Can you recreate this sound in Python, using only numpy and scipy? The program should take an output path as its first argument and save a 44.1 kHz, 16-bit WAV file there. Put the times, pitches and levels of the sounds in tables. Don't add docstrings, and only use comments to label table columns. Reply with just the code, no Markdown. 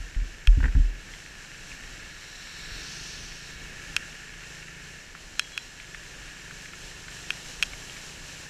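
import sys
import numpy as np
from scipy import signal
from scipy.fft import rfft, irfft, next_fast_len
from scipy.io import wavfile

SR = 44100
rng = np.random.default_rng(int(sys.argv[2]) if len(sys.argv) > 2 else 0)


def put_to_file(sound):
    columns = np.atleast_2d(sound).T
    safe = np.clip(columns, -1, 1)
    whole_steps = np.round(safe * 32767)
    wavfile.write(sys.argv[1], SR, whole_steps.astype(np.int16))


N = 374409
TIME = np.arange(N) / SR


def undb(db):
    return 10 ** (np.asarray(db) / 20)


def unit(x):
    return x / np.sqrt(np.mean(x ** 2))


def curve(table, column=1):
    rows = np.array(table)
    return np.interp(TIME, rows[:, 0], rows[:, column])


def held(start_s, end_s, ramp_s):
    nearest_edge_s = np.minimum(TIME - start_s, end_s - TIME)
    return np.clip(nearest_edge_s / ramp_s + .5, 0, 1)


def colour(x, points):
    hz, db = np.transpose(points)
    size = next_fast_len(N)
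    bins_hz = np.maximum(np.fft.rfftfreq(size, 1 / SR), 1)
    gain = undb(np.interp(np.log(bins_hz), np.log(hz), db))
    return unit(irfft(rfft(x, size) * gain, size)[:N])


def ring(modes, length_s):
    t = np.arange(int(length_s * SR)) / SR
    response = np.zeros(len(t))
    for hz, width_hz, db in modes:
        decay = np.exp(-np.pi * width_hz * t)
        response += undb(db) * width_hz * decay * np.sin(2 * np.pi * hz * t)
    return response


def resonate(x, modes):
    return unit(signal.fftconvolve(x, ring(modes, .1))[:N])


def walk(rate_hz):
    knots = rng.standard_normal(4096)
    return 1.2 * np.interp(TIME * rate_hz, np.arange(len(knots)), knots)


def patter(rate_hz, spread_db):
    hit = rng.random(N) < rate_hz / SR
    sign = rng.choice([-1, 1], N)
    size_db = spread_db * np.minimum(rng.exponential(size=N), 4)
    return unit(hit * sign * undb(size_db))


def add(out, s, sound):
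    start = max(int(s * SR), 0)
    out[start:start + len(sound)] += sound[:N - start]


# time_s, firing_rate_hz
FIRING_RATE = [(0, 24), (2.4, 21), (2.6, 22.5), (2.92, 23.9), (3.5, 29.5), (3.72, 28.9), (4.03, 32.4),
               (4.47, 26.3), (4.7, 27), (4.95, 30.5), (5.2, 26.3), (6.45, 22.9), (6.78, 27), (7.28, 24.1),
               (7.48, 28.4), (7.7, 29.8), (8, 29.7), (8.3, 31)]
# opens_s, closes_s, exhaust_over_idle_db
THROTTLE_PULLS = [(2.558, 3.927, 6.5), (3.917, 4.415, 3), (4.428, 5.0, 6.5), (5.82, 5.98, 4),
                  (6.422, 8.6, 5.5)]
# time_s, relative_level_db
CLATTER_LEVEL = [(1.0, -51), (1.29, -51), (2.08, -47.5), (2.31, -50), (2.71, -45.5), (3.25, -49.5),
                 (3.9, -46), (4.23, -48.5), (4.88, -49.5), (5.17, -53.5), (5.75, -52.5), (6.28, -48),
                 (6.84, -51), (8.49, -50)]
# pitch_hz, width_hz, peak_db
EXHAUST_MODES = [(59, 16, -6), (164, 50, 0), (285, 60, -14), (365, 80, -8), (425, 60, -10)]
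# pitch_hz, width_hz, peak_db
CRANKCASE_MODES = [(1450, 220, -24.5), (1738, 114, -9), (1843, 130, -13.5), (2220, 240, -14.5),
                   (2530, 180, -17), (2700, 84, -19)]


def engine(idle_db=-59.0, uneven_db=0.8, ramp_s=0.071, clatter_db=1, tick_share=0.16, tick_length=0.18):
    cycles = np.cumsum(curve(FIRING_RATE)) / SR
    strength = undb(.8 * rng.standard_normal(N))
    firings = np.diff(np.floor(cycles), prepend=0) * strength
    exhaust = resonate(resonate(firings, EXHAUST_MODES), EXHAUST_MODES)
    exhaust = colour(exhaust, [(20, -12), (50, 0), (450, 0), (1000, -4), (3000, -30)])
    load_db = sum(db * held(opens_s, closes_s, ramp_s) for opens_s, closes_s, db in THROTTLE_PULLS)
    exhaust_db = idle_db + load_db + uneven_db * walk(7)

    ticks = np.exp(-(2 * cycles % 1) / tick_length)
    friction = rng.standard_normal(N) * (1 - tick_share + 2 * tick_share * ticks)
    rattle = resonate(friction, CRANKCASE_MODES)
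    rattle = colour(rattle, [(100, -45), (700, -20), (1150, -14), (1400, 0), (3000, 0), (4500, -12)])
    rattle_db = curve(CLATTER_LEVEL) + clatter_db + .5 * walk(10)
    return exhaust * undb(exhaust_db) + rattle * undb(rattle_db)


# time_s, relative_level_db
SPRAY_FLOW = [
    [(0.0, -53.5), (0.936, -55.5), (1.112, -52), (1.8, -51.5)],
    [(3.9, -51.5), (5.06, -52.5), (6.44, -50.5), (7.93, -47), (8.17, -48), (8.49, -48)],
]
# frequency_hz, density_db
HISS_COLOUR = [(100, 4), (700, -2), (1100, -3), (2200, -3), (2850, 3.5), (3500, -2), (4100, 1), (4700, -3),
               (5600, 1.5), (7000, -3), (7480, 0.5), (8300, -14.5), (10000, -20), (15000, -37)]
# frequency_hz, density_db
FINE_MIST_COLOUR = [(4000, -28), (6500, 2), (8400, -3), (8900, -1.5), (9700, -8.5), (10600, -5.5),
                    (11100, -9), (11800, -7.5), (13000, -14.5), (15500, -25)]


def spray(hiss_db=-48, mist_db=-60, mist_growth=1.3, flutter_db=0.95):
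    flow_db = curve(np.concatenate(SPRAY_FLOW))
    flow_db = flow_db - flow_db.mean()
    hiss = colour(rng.standard_normal(N) + .5 * patter(6000, 0.72), HISS_COLOUR)
    mist = colour(rng.standard_normal(N) + .5 * patter(2800, 2), FINE_MIST_COLOUR)
    droplets = hiss * undb(hiss_db + flow_db) + mist * undb(mist_db + mist_growth * flow_db)
    return droplets * undb(flutter_db * walk(14))


PASS_S, PASS_GAP_M, PASS_SPEED_M_S = 2.96, 3.9, 8.2
LOOK_FROM_S, LOOK_UNTIL_S, HEAD_TURN_S = 2.81, 3.45, .16
# frequency_hz, density_db
FACING_COLOUR = [(200, -38), (1000, -11), (2000, -8), (2800, 1), (3500, -2.5), (4400, 2.5), (4900, -1.5),
                 (5500, 4), (6500, -1), (7300, -12), (8200, -12), (9200, -17), (14000, -31)]
# frequency_hz, density_db
LOOKING_AHEAD_COLOUR = [(200, -40), (1000, -12), (2000, -8), (2800, -6), (3400, -5), (3900, 5), (4350, 2),
                        (4800, -7.5), (5600, 3.5), (6200, -19), (7600, -5), (9000, -23.5), (14000, -26.5)]


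def three_wheeler(passing_db=-42.0, beam=1.06, shadow_db_per_s=30):
    distance_m = np.hypot(PASS_GAP_M, PASS_SPEED_M_S * (TIME - PASS_S))
    closeness = PASS_GAP_M / distance_m
    facing = held(LOOK_FROM_S, LOOK_UNTIL_S, HEAD_TURN_S)
    noise = rng.standard_normal(N)
    wash = (1 - facing) * colour(noise, LOOKING_AHEAD_COLOUR) + facing * colour(noise, FACING_COLOUR)
    behind_s = np.maximum(TIME - LOOK_UNTIL_S, 0)
    return wash * closeness ** (1 + beam) * undb(passing_db - shadow_db_per_s * behind_s)


# start_s, length_s, start_pitch_hz, end_pitch_hz, level_db
SQUEAK_GLIDES = [(5.36, 0.087, 4115, 4045, -47.5), (5.363, 0.14, 3345, 3250, -52),
                 (5.505, 0.18, 4070, 4030, -55.5), (5.512, 0.1, 3320, 3325, -47.5)]


def squeaks(waver=0.0024, rough_db=2):
    out = np.zeros(N)
    for s, length_s, start_hz, end_hz, db in SQUEAK_GLIDES:
        n = int(length_s * SR)
        hz = np.linspace(start_hz, end_hz, n) * (1 + waver * walk(130)[:n])
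        swell = signal.windows.tukey(n, .7) * undb(db + rough_db * walk(103)[:n])
        add(out, s, np.sqrt(2) * swell * np.sin(2 * np.pi * np.cumsum(hz) / SR))
    return out


# start_s, sway_peak_db, knock_peak_db
MOUNT_JOLTS = [(0.002, -29, -32.5), (0.164, -18.5, -29), (0.219, -39, -27.5), (0.477, -6, -38),
               (0.574, -33, -11.5), (0.608, -21.5, -35), (0.636, -26, -16), (0.652, -17.5, -18),
               (0.751, -21, -13), (0.766, -10.5, -16.5), (0.797, -18.5, -20.5), (0.847, -26, -36),
               (2.715, -35, -40)]
# pitch_hz, width_hz, peak_db
MOUNT_MODES = [(59, 17, 11.5), (84, 20, 4), (113, 33, -6), (197, 19, -11), (271, 16, -7), (305, 48, -29)]
# start_s, level_db
CREAK_SLIPS = [(0.603, -31), (0.627, -30), (0.64, -24), (0.655, -25.5), (0.680, -36), (0.751, -37.5)]
# frequency_hz, density_db
JOINT_COLOUR = [(150, 5), (300, -3.5), (500, -11), (720, -16.5), (920, -8), (1150, -18), (1500, 1.5),
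                (1750, 2), (2000, -7), (2600, -15.5), (4000, -32), (8000, -49)]


def mount(sway_hz=39, sway_decay_s=.045, rise_s=0.0065, knock_rise_s=0.0063, slip_s=0.0029):
    out, t = np.zeros(N), np.arange(SR // 2) / SR
    sway = -np.sin(2 * np.pi * sway_hz * t) * np.exp(-t / sway_decay_s) * (1 - np.exp(-t / rise_s))
    sway = sway / np.abs(sway).max()
    knock = -ring(MOUNT_MODES, .5) * (1 - np.exp(-t / knock_rise_s))
    knock = knock / np.abs(knock).max()
    for s, sway_db, knock_db in MOUNT_JOLTS:
        add(out, s, undb(sway_db) * sway + undb(knock_db) * knock)

    slip = t / slip_s * np.exp(1 - t / slip_s)
    slipping = np.zeros(N)
    for s, db in CREAK_SLIPS:
        add(slipping, s, undb(db) * slip)
    return out + slipping * colour(patter(2800, 0.79), JOINT_COLOUR)


# peak_s, length_s, over_steady_airflow_db
WIND_GUSTS = [(0.696, 1.44, 8), (1.95, 0.57, 5.5), (2.773, 0.24, 10.5), (3.197, 0.3, 4.5), (3.707, 1, 6.5),
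              (6.144, 0.32, 5.5), (6.75, 0.74, 3.5), (7.7, .3, 4.5)]
# frequency_hz, density_db
RUMBLE_COLOUR = [(10, -14.5), (25, 0), (38, -0.5), (60, -10.5), (90, -12.5), (150, -18.5), (300, -20.5),
                 (800, -31), (4000, -52)]


def wind(wind_db=-53, eddy_db=1.15):
    swell_db = sum(db * np.exp(-(2 * (TIME - s) / length_s) ** 2) for s, length_s, db in WIND_GUSTS)
    rumble = colour(rng.standard_normal(N), RUMBLE_COLOUR)
    return rumble * undb(wind_db + swell_db + eddy_db * walk(10))


# pitch_hz, width_hz, peak_db
CASE_MODES = [(1480, 234, -0.5), (1720, 99, 0), (2525, 142, 7.5), (2756, 110, 3.5), (3222, 146, 4),
              (4310, 850, -3.5), (5490, 130, 4.5), (6430, 230, 0.5), (7930, 310, -5), (9640, 260, -9.5),
              (12000, 410, -19)]


def tap(treble_db, low_db, struck_hz, boost_db=4, skirt=1.02, shell_hz=1150,
        lag_s=0.000668, lag_hz=2700, lag_width_hz=1500, size=2048):
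    hz, width_hz, db = np.transpose(CASE_MODES)
    db = db + treble_db * (hz > 4000) + low_db * (hz < 2000)
    db = db + boost_db * np.exp(-((hz - struck_hz) / 200) ** 2)
    f = np.fft.rfftfreq(size, 1 / SR) + 1
    peaks = undb(db) ** 2 / (1 + (2 * (f[:, None] - hz) / width_hz) ** 2) ** skirt
    power = np.sum(peaks, axis=1)
    power = power / (1 + (shell_hz / f) ** 4) / (1 + (f / 13000) ** 24)
    cepstrum = irfft(np.log(power))[:size // 2]
    delay_s = lag_s * np.exp(-((f - lag_hz) / lag_width_hz) ** 2)
    lag_phase = 2 * np.pi * np.cumsum(delay_s) * SR / size
    sound = irfft(np.exp(rfft(cepstrum, size) - 1j * lag_phase))[:size // 2]
    return sound / np.abs(sound).max()


def splat(hz, splash_s=0.003, width_hz=1000):
    t = np.arange(SR // 50) / SR
    burst = rng.standard_normal(len(t)) * np.exp(-t / splash_s)
    band_hz = [hz - width_hz / 2, hz + width_hz / 2]
    sound = signal.sosfilt(signal.butter(2, band_hz, "band", fs=SR, output="sos"), burst)
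    return sound / np.abs(sound).max()


# start_s, peak_db, pitch_hz
HELMET_PATS = [(1.1366, -31, 2320), (1.7163, -30, 2350), (4.627, -33, 2040), (4.6830, -28.5, 1960),
               (5.1505, -31, 1600), (5.799, -31, 2260), (5.946, -26, 1880), (6.5096, -30, 1780),
               (6.6566, -30.5, 2000), (6.7337, -30, 1850), (7.0813, -30, 1830), (7.7336, -28, 1840),
               (7.897, -28.5, 2250)]
# start_s, peak_db, treble_db, low_ring_db, most_strongly_struck_hz
CASE_DROPS = [(0.4729, -11.5, -11, -1, 3380), (3.9651, -7.5, -4, 1, 2740), (5.3950, -6.5, -2.5, 4, 3350),
              (5.5770, -14, -8, 1.5, 2660), (7.3048, -10.5, -12.5, 0.5, 2770),
              (7.6260, -6, -6.5, -1.5, 2550), (7.6322, -13, -5, -2, 3340)]


def rain(drizzle_db=-57):
    small = colour(patter(40, 2.5), [(500, -30), (1100, -12), (1700, 0), (2600, -2), (4000, -18), (10000, -36)])
    out = small * undb(drizzle_db)
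    for s, db, hz in HELMET_PATS:
        add(out, s, undb(db) * splat(hz))
    for s, db, treble_db, low_db, struck_hz in CASE_DROPS:
        add(out, s, undb(db) * tap(treble_db, low_db, struck_hz))
    return out


def scene():
    mix = engine() + spray() + three_wheeler() + squeaks() + mount() + wind() + rain()
    return mix[None]


def record(dry, top_hz=15400):
    return signal.sosfilt(signal.ellip(10, .1, 80, top_hz, fs=SR, output="sos"), dry)


dry = scene()
out = record(dry)
put_to_file(out)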